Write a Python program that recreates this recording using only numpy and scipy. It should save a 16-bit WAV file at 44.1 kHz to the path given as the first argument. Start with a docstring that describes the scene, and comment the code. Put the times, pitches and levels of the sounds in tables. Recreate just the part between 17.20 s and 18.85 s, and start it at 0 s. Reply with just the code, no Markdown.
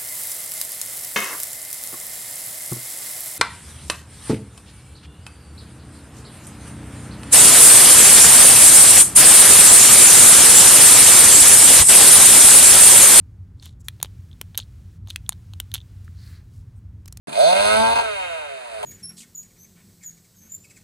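"""In an open arena, a two-stroke chainsaw is revved flat out, then let go so that it coasts down.
Each turn of the crank pushes an exhaust pulse through the muffler and makes it ring; near top speed
the engine misses every other firing. Single pops sound as it picks up and as it catches again.
Behind it are echoes and a distant din, and air buffets the two openings of a small microphone."""
import sys
import numpy as np
from scipy import signal
from scipy.fft import rfft, irfft, next_fast_len
from scipy.io import wavfile

SR = 44100
rng = np.random.default_rng(int(sys.argv[2]) if len(sys.argv) > 2 else 0)


def file_out(sig):
    """Save sig as 16-bit WAV at sys.argv[1]."""
    # one column per channel
    cols = np.atleast_2d(sig).T
    # limit, then scale
    lim = np.clip(cols, -1, 1)
    pcm = np.round(lim * 32767).astype(np.int16)
    wavfile.write(sys.argv[1], SR, pcm)


N = 72765

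# Tone of the distant din and of the wind (frequency [Hz], gain [dB])
DIN_TONE = [(50, -51), (200, -10), (330, -25), (430, -1), (800, -7), (1150, 2), (1400, 3.5), (2600, -2),
            (5000, -58), (7000, -12), (12000, -28.5)]
WIND_TONE = [(20, -22), (45, -16), (72, -3.5), (110, -7), (170, -19), (300, -13), (800, -23)]
# How the wind swells and fades (time [s], level [dB])
WIND_LEVEL = [(0.07, -85), (.3, -70), (.39, -49.5), (.6, -39), (.78, -42.5), (.88, -51), (.94, -52),
              (.98, -50.5), (1.04, -51.5), (1.27, -59), (1.45, -69), (1.65, -52.5)]
# Single firings at low speed (time [s], strength [dB])
POPS = [(.0925, -17), (.129, -11), (1.629, -12), (1.6335, -28), (1.646, -18)]
# How fast the crank spins (time [s], speed [turns per second])
CRANK_SPEED = [(0.07, 62), (.12, 81), (.182, 116), (.218, 139), (.24, 153), (.28, 173), (.34, 190),
               (.4, 200.7), (.5, 213.6), (.6, 222), (.7, 228.3), (.805, 231.6), (.84, 225.5), (.9, 211.3),
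               (1, 187.3), (1.1, 169.6), (1.2, 154.9), (1.3, 138.8), (1.5, 114.4), (1.65, 100.5)]
# How evenly the fuel burns (time [s], chance of a miss after a firing [0-1],
# chance of a miss after a miss [0-1], spread in strength [dB], roughness [0-1])
FIRING = [(0.1, 0, 0, 3, .4), (.19, 0, 0, 1.2, .15), (.29, 0, 0, .8, .12), (.32, .3, 0, 1.2, .22),
          (.39, 1, 0, 1, .2), (.56, 1, 0, .8, .15), (.58, 0, 0, .8, .18), (.62, 0, 0, .8, .18),
          (.635, 1, 0, .5, .1), (.71, 1, 0, .5, .1), (.74, 1, .4, .8, .18), (.8, 1, .5, .8, .18),
          (.83, 0, 0, .8, .15), (1.2, 0, 0, 1, .2), (1.65, 0, 0, 1.5, .25)]
# Tone of each part of the saw's sound (frequency [Hz], gain [dB])
POP_TONE = [(80, -38), (200, -13.5), (400, -13.5), (600, -8.5), (750, 1), (900, 8), (1130, -15), (1400, -5),
            (1900, -23), (2600, -2.5), (4300, -12.5), (5400, -36), (6500, -15), (8200, -13.5), (12000, -22)]
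THUMP_TONE = [(40, -50), (100, -10.5), (160, -3), (225, 1.5), (290, -6.5), (360, -7.5), (600, -21)]
HOLLOW_TONE = [(280, -38), (370, -25), (420, 6.5), (470, -17.5), (600, -30.5)]
LOW_RING_TONE = [(300, -59), (450, -14), (540, -5), (610, 5.5), (680, 2.5), (750, -0.5), (830, -33.5),
                 (1200, -50)]
HIGH_RING_TONE = [(550, -41.5), (760, 7), (830, -10), (905, 0), (970, 3), (1060, -13.5), (1200, -13),
                  (1800, -59)]
BARK_TONE = [(250, -41.5), (350, -14.5), (430, 2), (530, 12), (700, -3), (1030, -1), (1130, -6), (1300, 5),
             (1420, 2.5), (1550, 6), (1730, -4), (2100, -6.5), (3200, -66)]
SNARL_TONE = [(1000, -62.5), (1600, -0.5), (1850, -3), (2100, 1), (2380, 3), (2750, 7.5), (3050, -3.5),
              (3400, -17), (3750, -3), (4600, -39), (7000, -20)]
RASP_TONE = [(2200, -12), (3000, -13), (3400, 0), (3800, -2.5), (4350, 1.5), (4900, -8), (5450, -26),
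             (5750, -13), (6300, -4), (7300, -21), (9000, -28), (12000, -63)]
SIZZLE_TONE = [(5000, -5), (7000, -74.5), (7850, -21), (8080, 0), (9000, -3), (10000, -6), (11400, -13),
               (12600, -26.5), (13200, -56)]
# How the exhaust's parts rise and fall, before each gets its own boost or cut
# (time [s], low ring [dB], high ring [dB], bark [dB], snarl [dB], rasp [dB], sizzle [dB])
EXHAUST_LEVELS = [(.075,-45,-58,-60,-68,-51,-53), (.12,-46,-50.5,-62,-51.5,-48.5,-48.5),
                  (.155,-35.5,-44,-47,-38.5,-36,-43.5), (.19,-18.5,-40,-38.5,-40,-31.5,-35.5),
                  (.265,-19.5,-40,-37,-37,-26,-37), (.3,-20,-26,-35,-34.5,-27.5,-34),
                  (.36,-24.5,-38,-32.5,-29,-32.5,-35.5), (.44,-31.5,-27.5,-30,-31.5,-28.5,-33),
                  (.53,-30,-37.5,-27,-29,-30,-33), (.605,-29,-26.5,-30.5,-32.5,-31.5,-36.5),
                  (.7,-39,-26.5,-32.5,-33.5,-33.5,-38), (.8,-46,-24,-31,-32,-32,-40),
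                  (.825,-36,-50,-34.5,-36,-40.5,-45.5), (.9,-39.5,-55,-36.5,-37,-42.5,-49),
                  (.99,-51,-38.5,-43.5,-36,-45.5,-48.5), (1.05,-40,-47.5,-39.5,-35.5,-47.5,-52.5),
                  (1.15,-37.5,-47,-43,-40,-48.5,-53), (1.25,-49.5,-48,-43.5,-42.5,-51,-57),
                  (1.32,-39.5,-62,-50.5,-45,-51.5,-56), (1.47,-48,-47,-55,-48.5,-51,-55),
                  (1.58,-36,-58,-56,-47,-51,-52), (1.62,-56,-46,-43.5,-51,-48,-51.5),
                  (1.635,-36,-39,-44,-60,-57,-53)]
# The bass thump, before its boost (time [s], level [dB])
THUMP_LEVEL = [(0.07, -34.5), (.17, -48.5), (.27, -38.5), (.45, -40.5), (.55, -37.5), (.61, -29),
               (.68, -40), (.79, -44.5), (.86, -77), (1.65, -60.5)]
# The hollow ring (time [s], level [dB])
HOLLOW_LEVEL = [(.07, -39), (.3, -31.5), (.8, -25), (.9, -33), (1.05, -53), (1.3, -43), (1.65, -37.5)]
# Extra head start of the wave at the microphone's left opening (frequency [Hz], phase [radians])
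LEFT_LEAD = [(60, 0.3), (130, -0.3), (220, -2.5), (320, -2.5), (450, -4.5), (600, -4), (680, -4), (800, -5),
             (900, -4.5), (1100, -10), (1400, -8.5), (1650, -9), (2050, -7.5), (2700, -4.5), (3300, -5.5),
             (4400, -6), (5000, -10), (6600, -5), (7600, -7), (9000, -11)]
# How much louder the left opening is than the right (frequency [Hz], gain [dB])
LEFT_BALANCE = [(60, 1), (210, -4), (420, 1), (620, -5.5), (880, 3), (1100, -1), (1600, -2), (2300, -1),
                (2900, -1.5), (3400, -3), (4300, -0.5), (7800, 0), (8100, -27.5), (9000, -8.5),
                (10200, -37), (12500, -4)]


def amp(db):
    """Turns decibels into a gain."""
    return 10 ** (np.asarray(db) / 20)


def unit_power(x):
    """Scales a sound to an average power of 1."""
    return x / np.sqrt(np.mean(x ** 2) + 1e-20)


def over_time(table, column=1):
    """Reads one column of a time table at every sample."""
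    rows = np.array(table)
    return np.interp(np.arange(N) / SR, rows[:, 0], rows[:, column])


def over_pitch(table, hz):
    """Reads a frequency table, giving every octave equal room."""
    table_hz, value = np.transpose(table)
    return np.interp(np.log(hz + 1), np.log(table_hz), value)


def colour(x, tone, size=4096):
    """Gives a sound a tone, fading it by 20 dB an octave past the ends of the table."""
    hz = abs(np.fft.fftfreq(size, 1 / SR)) + 1
    octaves_out = np.maximum(np.log2(hz / tone[-1][0]), 0) + np.maximum(np.log2(tone[0][0] / hz), 0)
    log_gain = np.log(amp(np.maximum(over_pitch(tone, hz) - 20 * octaves_out, -90)))
    ring = np.fft.ifft(np.exp(np.conj(signal.hilbert(log_gain)))).real  # rings only after each push
    return signal.oaconvolve(np.atleast_2d(x), ring[None, :size // 2], axes=1)[:, :N]


def distant_din(level_db=-44.5):
    """The far-off arena makes a steady wash of noise, different on each side."""
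    return amp(level_db) * unit_power(colour(rng.standard_normal((2, N)), DIN_TONE))


def wind():
    """Air buffets the microphone with a low rumble."""
    return unit_power(colour(rng.standard_normal(N), WIND_TONE)) * amp(over_time(WIND_LEVEL))


def add_echoes(x, ground_s=.0032, ground_db=-13.5, echo_db=-11, fade_s=.35, echoes_per_s=1500):
    """Sound bounces off the ground, then comes back thinly from logs, tents and trees."""
    t, time = np.arange(SR // 2) / SR, np.arange(N) / SR
    echoes = rng.standard_normal((2, len(t))) * (rng.random((2, len(t))) < echoes_per_s / SR)
    echoes *= (t > .006) * amp(-60 * t / fade_s)
    centre, width = signal.fftconvolve(x, echoes / np.linalg.norm(echoes[0]), axes=1)[:, :N]
    centre = signal.lfilter(*signal.butter(1, 1100, "high", fs=SR), centre)  # little bass comes back
    width = signal.lfilter(*signal.butter(1, 1190, "high", fs=SR), width)
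    ground = np.array([np.interp(time - ground_s, time, side, left=0) for side in x])
    return x + amp(ground_db) * ground + amp(echo_db) * np.array([centre + width, centre - width])


def pops(decay_s=.0082, gas_db=-9):
    """A single firing makes a sharp click and a short rush of gas."""
    t, out = np.arange(N) / SR, np.zeros(N)
    for start_s, strength_db in POPS:
        click = np.arange(N) == round(start_s * SR)
        rush = (t >= start_s) * np.exp(-abs(t - start_s) / decay_s) * rng.standard_normal(N)
        out += 2 * amp(strength_db) * (click + amp(gas_db) * rush)
    return colour(out, POP_TONE)


def casing(pulses, decay_s=.006):
    """The metal casing smears each pulse over a few milliseconds."""
    t = np.arange(600) / SR
    ring = rng.standard_normal(len(t)) * np.exp(-t / decay_s)
    return unit_power(signal.fftconvolve(pulses, ring)[:N])


def engine_strokes(miss_db=-11, jitter_s=.000015):
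    """Each turn gives one exhaust pulse, weak if the fuel fails to fire, and then a puff of gas."""
    speed = over_time(CRANK_SPEED)
    turns = np.cumsum(speed) / SR
    turn_ends = np.searchsorted(turns, np.arange(1, int(turns[-1])))
    dice, scatter = rng.random(N), rng.standard_normal((N, 2))
    miss_after_fire, miss_after_miss, spread_db = [over_time(FIRING, k) for k in (1, 2, 3)]
    pulses, strength, missed = np.zeros(N), np.ones(N), False
    nearby = np.arange(-16, 17)
    for k, i in enumerate(turn_ends):
        missed = dice[k] < (miss_after_miss if missed else miss_after_fire)[i]
        lift_db = -miss_db * miss_after_fire[i] / 3  # all pulses grow where misses are likely
        strength[i:] = amp(miss_db * missed + lift_db + spread_db[i] * scatter[k, 0])
        late_s = (turns[i] - k - 1) / speed[i]
        offset = (jitter_s * scatter[k, 1] - late_s) * SR
        click = np.sinc(nearby - offset) * np.hanning(len(nearby))  # can land between samples
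        pulses[np.clip(i + nearby, 0, N - 1)] += strength[i] * click
    puffs = 1 + strength * np.exp(-(turns % 1))  # a steady flow plus a puff that fades over the turn
    return unit_power(pulses / np.sqrt(speed)), unit_power(puffs)


def chainsaw(low_ring_gas=.45, snarl_gas=.2, rasp_gas=.42, sizzle_gas=.71):
    """Pulses and rushing gas make the muffler ring, bark and snarl, the metal rasp and the jet sizzle."""
    pulses, puffs = engine_strokes()
    roughness = over_time(FIRING, column=4)
    low_db, high_db, bark_db, snarl_db, rasp_db, sizzle_db = [
        over_time(EXHAUST_LEVELS, k) for k in range(1, 7)]

    def voice(tone, gas_share, level_db, drive=pulses):
        """One part of the sound: the more gas noise in it, the rougher it is."""
        hiss = rng.standard_normal(N) + rng.standard_normal((2, N))  # half shared by left and right
        gas = puffs * unit_power(hiss)
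        blend = (1 - gas_share) * drive + gas_share * gas
        return unit_power(colour(blend, tone)) * amp(level_db)

    thump = voice(THUMP_TONE, roughness, over_time(THUMP_LEVEL) + 1.5)
    low_ring = voice(LOW_RING_TONE, low_ring_gas * roughness, low_db + 6)
    high_ring = voice(HIGH_RING_TONE, roughness, high_db + 7.5)
    bark = voice(BARK_TONE, roughness, bark_db + 7)
    snarl = voice(SNARL_TONE, snarl_gas, snarl_db + 3, drive=unit_power(pulses + casing(pulses)))
    rasp = voice(RASP_TONE, rasp_gas, rasp_db - .5, drive=casing(pulses))
    hollow_ring = voice(HOLLOW_TONE, roughness, over_time(HOLLOW_LEVEL))
    sizzle = voice(SIZZLE_TONE, sizzle_gas, sizzle_db + 3.5)
    return thump + low_ring + high_ring + bark + snarl + rasp + hollow_ring + sizzle


def scene():
    """Din and wind lie behind the saw, its pops and their echoes."""
    return distant_din() + wind() + add_echoes(chainsaw() + pops())


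def record(dry, left_early_s=.000454, start_s=.072, top_hz=12900):
    """The microphone's two openings differ in timing and level; the sound cuts in and loses its top."""
    size = next_fast_len(2 * N)
    hz = np.fft.rfftfreq(size, 1 / SR)
    lead = 2 * np.pi * hz * left_early_s + over_pitch(LEFT_LEAD, hz)
    balance = amp(over_pitch(LEFT_BALANCE, hz))
    openings = np.array([balance * np.exp(1j * lead), np.ones(len(hz))])
    openings *= np.sqrt(2 / (1 + balance ** 2))  # keeps the total power the same
    heard = irfft(rfft(dry, size) * openings, size)[:, :N]
    heard *= np.arange(N) / SR >= start_s
    treble_cut = signal.firwin(255, top_hz, window=("kaiser", 8), fs=SR)
    return signal.oaconvolve(heard, treble_cut[None], "same")


dry = scene()
out = record(dry)
file_out(out)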